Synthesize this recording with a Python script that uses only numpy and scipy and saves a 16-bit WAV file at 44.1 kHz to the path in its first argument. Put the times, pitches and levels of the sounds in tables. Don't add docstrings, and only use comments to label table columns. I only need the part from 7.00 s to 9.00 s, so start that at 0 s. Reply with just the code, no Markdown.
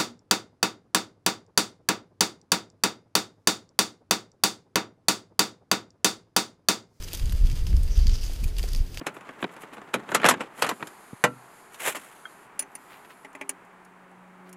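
import sys
import numpy as np
from scipy import signal
from scipy.fft import rfft, irfft, next_fast_len
from scipy.io import wavfile
from scipy.ndimage import uniform_filter1d, map_coordinates

SR = 44100
rng = np.random.default_rng(int(sys.argv[2]) if len(sys.argv) > 2 else 0)


def transcribe(u):
    v = np.clip(np.atleast_2d(u).T, -1, 1)
    q = np.round(v * 32767).astype(np.int16)
    wavfile.write(sys.argv[1], SR, q)


N = 88200

# frequency in Hz, relative level in dB.
DRY_LEAF_SPECTRUM = [(200,-38),(700,-8),(1400,-8.5),(2300,-4),(3300,1),(4200,-3),(4800,2),(5400,-1),(6500,0),(8000,-3),(12000,-3.5),(16000,-7.5)]


def buffeting():
    # time in seconds, relative level in dB.
    gust_levels = [(0,-31.5),(.12,-40.5),(.205,-30),(.24,-14),(.3,-31),(.345,-15),(.375,-25.5),(.44,-8.5),(.49,-23),(.53,-19),(.565,-27.5),(.64,-17),(.68,-26),(.75,-12),(.81,-17.5),(.87,-20.5),(.915,-17.5),(.95,-33),(.98,-13.5),(1.14,-16.5),(1.18,-28),(1.23,-23),(1.33,-25.5),(1.37,-33.5),(1.455,-14.5),(1.52,-30.5),(1.61,-19.5),(1.67,-26),(1.73,-23),(1.81,-16),(1.88,-39),(2,-35)]
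    eddy_levels = [(0,-57),(.2,-42),(.225,-32),(.28,-31.5),(.34,-31.5),(.375,-39),(.45,-25),(.53,-29),(.58,-39.5),(.65,-33),(.71,-26.5),(.76,-23),(.83,-30.5),(.93,-41),(.985,-28.5),(1.06,-36.5),(1.15,-31),(1.2,-39),(1.4,-62),(1.425,-30),(1.48,-31),(1.51,-64),(1.6,-37),(1.69,-45),(1.74,-37),(1.79,-36),(1.86,-60),(2,-51)]
    # frequency in Hz, relative level in dB.
    rumble_spectrum = [(10,-30),(20,-5.5),(29,7),(41,-0.5),(55,-3.5),(72,-17.5),(95,-33),(150,-70.5),(300,-77)]
    eddy_spectrum = [(30,-11.5),(55,-6),(75,10.5),(100,3.5),(125,-1),(180,-8),(250,-22.5),(350,-25),(500,-38),(900,-59.5),(2000,-107)]
    (gust_db,), (eddy_db,) = curves(gust_levels), curves(eddy_levels)
    rumble = amp(gust_db - 2) * turbulence(rumble_spectrum, window_samples=1300)
    eddies = amp(eddy_db - 2.5) * turbulence(eddy_spectrum, window_samples=800)
    return rumble + eddies


def turbulence(spectrum, window_samples):
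    pressure = noise(spectrum)
    power = uniform_filter1d(uniform_filter1d(pressure ** 2, window_samples), window_samples)
    return pressure / np.sqrt(np.abs(power) + 1e-9)


def eddy_thumps():
    # centre in seconds, peak in dB, dominant frequency in Hz.
    eddies = [(.24,-18.5,52),(.342,-20,68),(0.534,-20,85),(.74,-28,230),(.981,-14,58),(1.06,-25.5,160),(1.084,-13,50),(1.138,-16,60),(1.43,-31,183),(1.81,-17.5,52)]
    out, t = np.zeros(N), np.arange(N) / SR
    for centre_s, peak_db, hz in eddies:
        u = np.pi * hz * (t - centre_s)
        out += amp(peak_db) * (1 - 2 * u ** 2) * np.exp(-u ** 2)
    return out


def rustle():
    # time in seconds, relative body and treble levels in dB.
    stir_levels = [(0,-45.5,-48.5),(.16,-44.5,-46.5),(.28,-48,-49.5),(.52,-51,-55),(.72,-50,-53.5),(.87,-51,-54.5),(.96,-47.5,-56),(1.15,-42,-53.5),(1.28,-47,-49.5),(1.4,-49.5,-52.5),(1.48,-49.5,-48.5),(1.53,-57,-64),(1.62,-45.5,-45),(1.7,-47.5,-51),(1.79,-52,-60),(1.85,-55.5,-58),(2,-50,-55)]
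    # frequency in Hz, relative level in dB.
    body_spectrum = [(500,-19),(1200,-7.5),(2000,-6),(2900,0.5),(4200,-0.5),(4800,7.5),(5300,5),(6200,3.5),(7300,-5),(9000,-14.5),(16000,-78)]
    treble_spectrum = [(3000,-13),(6500,4.5),(8500,-5.5),(12000,-5.5),(16000,-10)]
    body_db, treble_db = curves(stir_levels)
    dense = unit(grains(N, per_s=2500, spread_db=7.5) + amp(1.5) * rng.standard_normal(N))
    ticks = amp(-15.5) * grains(N, per_s=41, spread_db=9.0)
    contacts = (dense + ticks) * amp(1.74 * wobble(knots_per_s=48.63))
    body = amp(body_db - 0.5) * colour(contacts, body_spectrum)[:N]
    treble = amp(treble_db - 1) * colour(contacts, treble_spectrum)[:N]
    return body + treble


def leaf_snaps():
    # start in seconds, relative level in dB, tilt in dB/octave, ring in Hz, ring gain in dB.
    buckles = [(0.025,-32,-1.5,4800,4),(0.0431,-35,-2,4900,32),(0.1213,-36,-2,2580,14),(0.1325,-24,1.5,3080,6),(0.1369,-27.5,3.5,10500,-6),(.149,-26.5,0,6140,3),(.152,-29.5,2,4050,-1),
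               (0.173,-33,2,3670,12),(0.197,-30,-2,3570,4),(0.2578,-33.5,-1,4700,6),(0.296,-33,0,3800,13),(0.3247,-31,-3,12600,14),(0.4713,-34.5,-1,3400,15),(0.4995,-33.5,-3,2320,14),(0.515,-36,-7,5550,10),
               (.668,-31,-6,5150,17),(.694,-42,-1,5330,28),(0.7298,-39.5,-5.5,2000,12),(0.7671,-33.5,-2,4970,8),(0.8841,-38.5,-6,4970,12),(0.978,-36,4.5,5770,11),(1.0695,-23.5,-3.5,4700,22),
               (1.080,-30.5,-1.5,4800,12),(1.0948,-33,-3.5,4670,14),(1.158,-31.5,-3,4830,21),(1.5838,-33,2,2900,2),(1.586,-30,0.5,2900,5),(1.5946,-29.5,-6.5,5200,5),(1.629,-31.5,-5,4660,13),(1.6398,-37,-11,3300,-3),(1.688,-34.5,-2,5620,11),(1.72,-36,-3,5620,11),
               (1.7333,-28,0,4660,11),(1.749,-27.5,-2.5,4780,15.5),(1.7615,-30.5,-1,4700,16),(1.983,-36,-1,4670,20)]
    decay_s, tail_s = 0.0006, 0.0036
    out, t = np.zeros(N), np.arange(SR // 20) / SR
    envelope = np.exp(-t / decay_s) + amp(-8) * np.exp(-t / tail_s)
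    crack = amp(8) * (t == 0)
    for start_s, db, tilt, ring_hz, ring_db in buckles:
        shiver = envelope * rng.choice([-1, 1], len(t))
        snap = colour(shiver + crack, DRY_LEAF_SPECTRUM, tilt, ring_hz, ring_db)
        add(out, start_s, amp(db + 15.5) * snap / np.linalg.norm(snap))
    return out


def leaf_scrapes():
    # start and decay time in seconds, relative level in dB, tilt in dB/octave,
    # ring in Hz, ring gain in dB.
    slips = [(0.034,0.016,-38.5,5.5,6100,13),(0.136,0.021,-37,-2,3540,5),(0.171,0.016,-42,8,5800,12),(0.32,0.0081,-40,-4,3500,2),(0.511,0.02,-42.5,-2.5,5700,6),(0.553,0.051,-43,-3,4800,3),(0.666,0.012,-37.5,0,5100,5),
             (0.828,0.012,-39.5,4,8660,8.5),(0.909,0.053,-44.5,-5.5,5860,20),(0.989,0.026,-39.5,-4,4550,9.5),(1.129,0.052,-45.5,3,5460,16),(1.208,0.047,-43,0,5280,15),(1.235,0.042,-42.5,-1,6460,12),
             (1.259,0.013,-39.5,-6,4700,16),(1.332,0.008,-40,1,5000,0),(1.437,0.011,-34.5,2.5,2400,15.5),(1.564,0.0086,-40.5,-5.5,4830,10),(1.581,0.021,-37.5,-1,2840,11),
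             (1.627,0.026,-40,-0.5,4660,4),(1.678,0.012,-40,-3,5900,7),(1.765,0.025,-45,0,4760,0),(1.942,0.01,-40,-1.5,2900,4),(1.974,0.03,-43.5,-2,2800,5),(1.993,.015,-41,-2,4800,7)]
    rise_s = 0.0026
    out, t = np.zeros(N), np.arange(SR // 10) / SR
    for start_s, decay_s, db, tilt, ring_hz, ring_db in slips:
        envelope = np.minimum(t / rise_s, 1) * np.exp(-(t / decay_s) ** 2)
        friction = envelope * grains(len(t), per_s=2200, spread_db=2)
        add(out, start_s, amp(db - 1.5) * colour(friction, DRY_LEAF_SPECTRUM, tilt, ring_hz, ring_db))
    return out


def twig_break():
    # frequency in Hz, relative level in dB.
    twig_spectrum = [(150,-32),(500,1),(1000,-8.5),(1700,-2.5),(2600,1),(4000,-5.5),(6000,-10),(10000,-19),(16000,-24)]
    start_s, splinter_decay_s = 1.974, 0.0016
    out, t = np.zeros(N), np.arange(SR // 50) / SR
    click = t == 0
    splinters = amp(-25) * np.exp(-t / splinter_decay_s) * rng.standard_normal(len(t))
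    add(out, start_s, amp(-10.5) * colour(click + splinters, twig_spectrum))
    return out


def knocks():
    # start in seconds, relative level in dB, pitch ratio.
    taps = [(0.137,-42.5,0.81),(1.297,-42.5,0.92),(1.6396,-36,0.97)]
    # frequency in Hz, relative level in dB, T60 in seconds.
    wood_modes = [(387,4,0.031),(530,4,0.015),(762,2.5,0.025),(930,-2.5,0.0059)]
    rise_s = 0.00016
    out, t = np.zeros(N), np.arange(SR // 10) / SR
    for start_s, db, pitch in taps:
        ring = np.zeros(len(t))
        for hz, mode_db, t60_s in wood_modes:
            envelope = amp(mode_db - 60 * t * pitch / t60_s)
            ring += envelope * np.sin(2 * np.pi * (hz * pitch * t + rng.random()))
        add(out, start_s, amp(db) * ring * (1 - np.exp(-t / rise_s)))
    return out


def distant_hum():
    # harmonic number, level in dB.
    harmonics = [(2,-44),(3,-50.5),(4,-51.5),(6,-56.5),(7,-65),(8,-57.5),(9,-67.5),(10,-59),(12,-68)]
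    fundamental_hz = 42.9 * (1 + 0.0057 * wobble(knots_per_s=6.39))
    phase = 2 * np.pi * np.cumsum(fundamental_hz) / SR
    out = np.zeros(N)
    for number, db in harmonics:
        gain = amp(db + 1.1 * wobble(knots_per_s=3.82))
        out += gain * np.sin(number * phase + 2 * np.pi * rng.random())
    return out


def open_air():
    # frequency in Hz, relative level in dB.
    air_spectrum = [(20,11),(35,-7.5),(55,-19),(90,-0.5),(170,-10.5),(400,-8),(600,-12.5),(1000,-19.5),(2000,-22),(6000,-27),(16000,-29.5)]
    return amp(-46.5) * noise(air_spectrum)


def amp(db):
    return 10 ** (np.asarray(db) / 20)


def unit(x):
    return x / np.sqrt(np.mean(x ** 2) + 1e-20)


def curves(rows):
    times_s, *columns = np.transpose(rows)
    return [np.interp(np.arange(N) / SR, times_s, column) for column in columns]


def wobble(knots_per_s):
    knots = rng.standard_normal(int(N * knots_per_s / SR) + 4)
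    return map_coordinates(knots, [np.arange(N) * knots_per_s / SR])


def colour(x, spectrum, tilt_db_per_octave=0, ring_hz=5000, ring_db=0):
    size, tilt_from_hz, ring_width_octaves = 16384, 1700, 0.16
    octave = np.log2(np.fft.rfftfreq(size, 1 / SR) + 1)
    hz, db = np.transpose(spectrum)
    base_db = np.interp(octave, np.log2(hz + 1), db)
    treble_db = tilt_db_per_octave * np.maximum(octave - np.log2(tilt_from_hz), 0)
    resonance_db = ring_db / (1 + ((octave - np.log2(ring_hz)) / ring_width_octaves) ** 2)
    cepstrum = irfft(np.log(amp(base_db + treble_db + resonance_db)))
    cepstrum[1:size // 2] *= 2
    cepstrum[size // 2 + 1:] = 0
    response = irfft(np.exp(rfft(cepstrum)))
    return signal.fftconvolve(x, response / np.linalg.norm(response))


def noise(spectrum):
    return unit(colour(rng.standard_normal(N + SR), spectrum)[SR:SR + N])


def grains(n, per_s, spread_db):
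    hits = rng.random(n) < per_s / SR
    signs = rng.choice([-1, 1], n)
    sizes = amp(spread_db * np.minimum(rng.exponential(size=n), np.pi))
    return unit(hits * signs * sizes)


def add(out, start_s, x):
    i = max(round(start_s * SR), 0)
    out[i:i + len(x)] += x[:len(out[i:i + len(x)])]


def scene():
    wind = buffeting() + eddy_thumps()
    background = distant_hum() + open_air()
    leaves = rustle() + leaf_snaps() + leaf_scrapes()
    wood = twig_break() + knocks()
    return (wind + leaves + wood + background)[None]


def record(dry):
    cutoff_hz = 15400
    size = next_fast_len(N + SR // 2)
    passband = np.fft.rfftfreq(size, 1 / SR) < cutoff_hz
    return irfft(rfft(dry, size) * passband, size)[..., :N]


dry = scene()
out = record(dry)
transcribe(out)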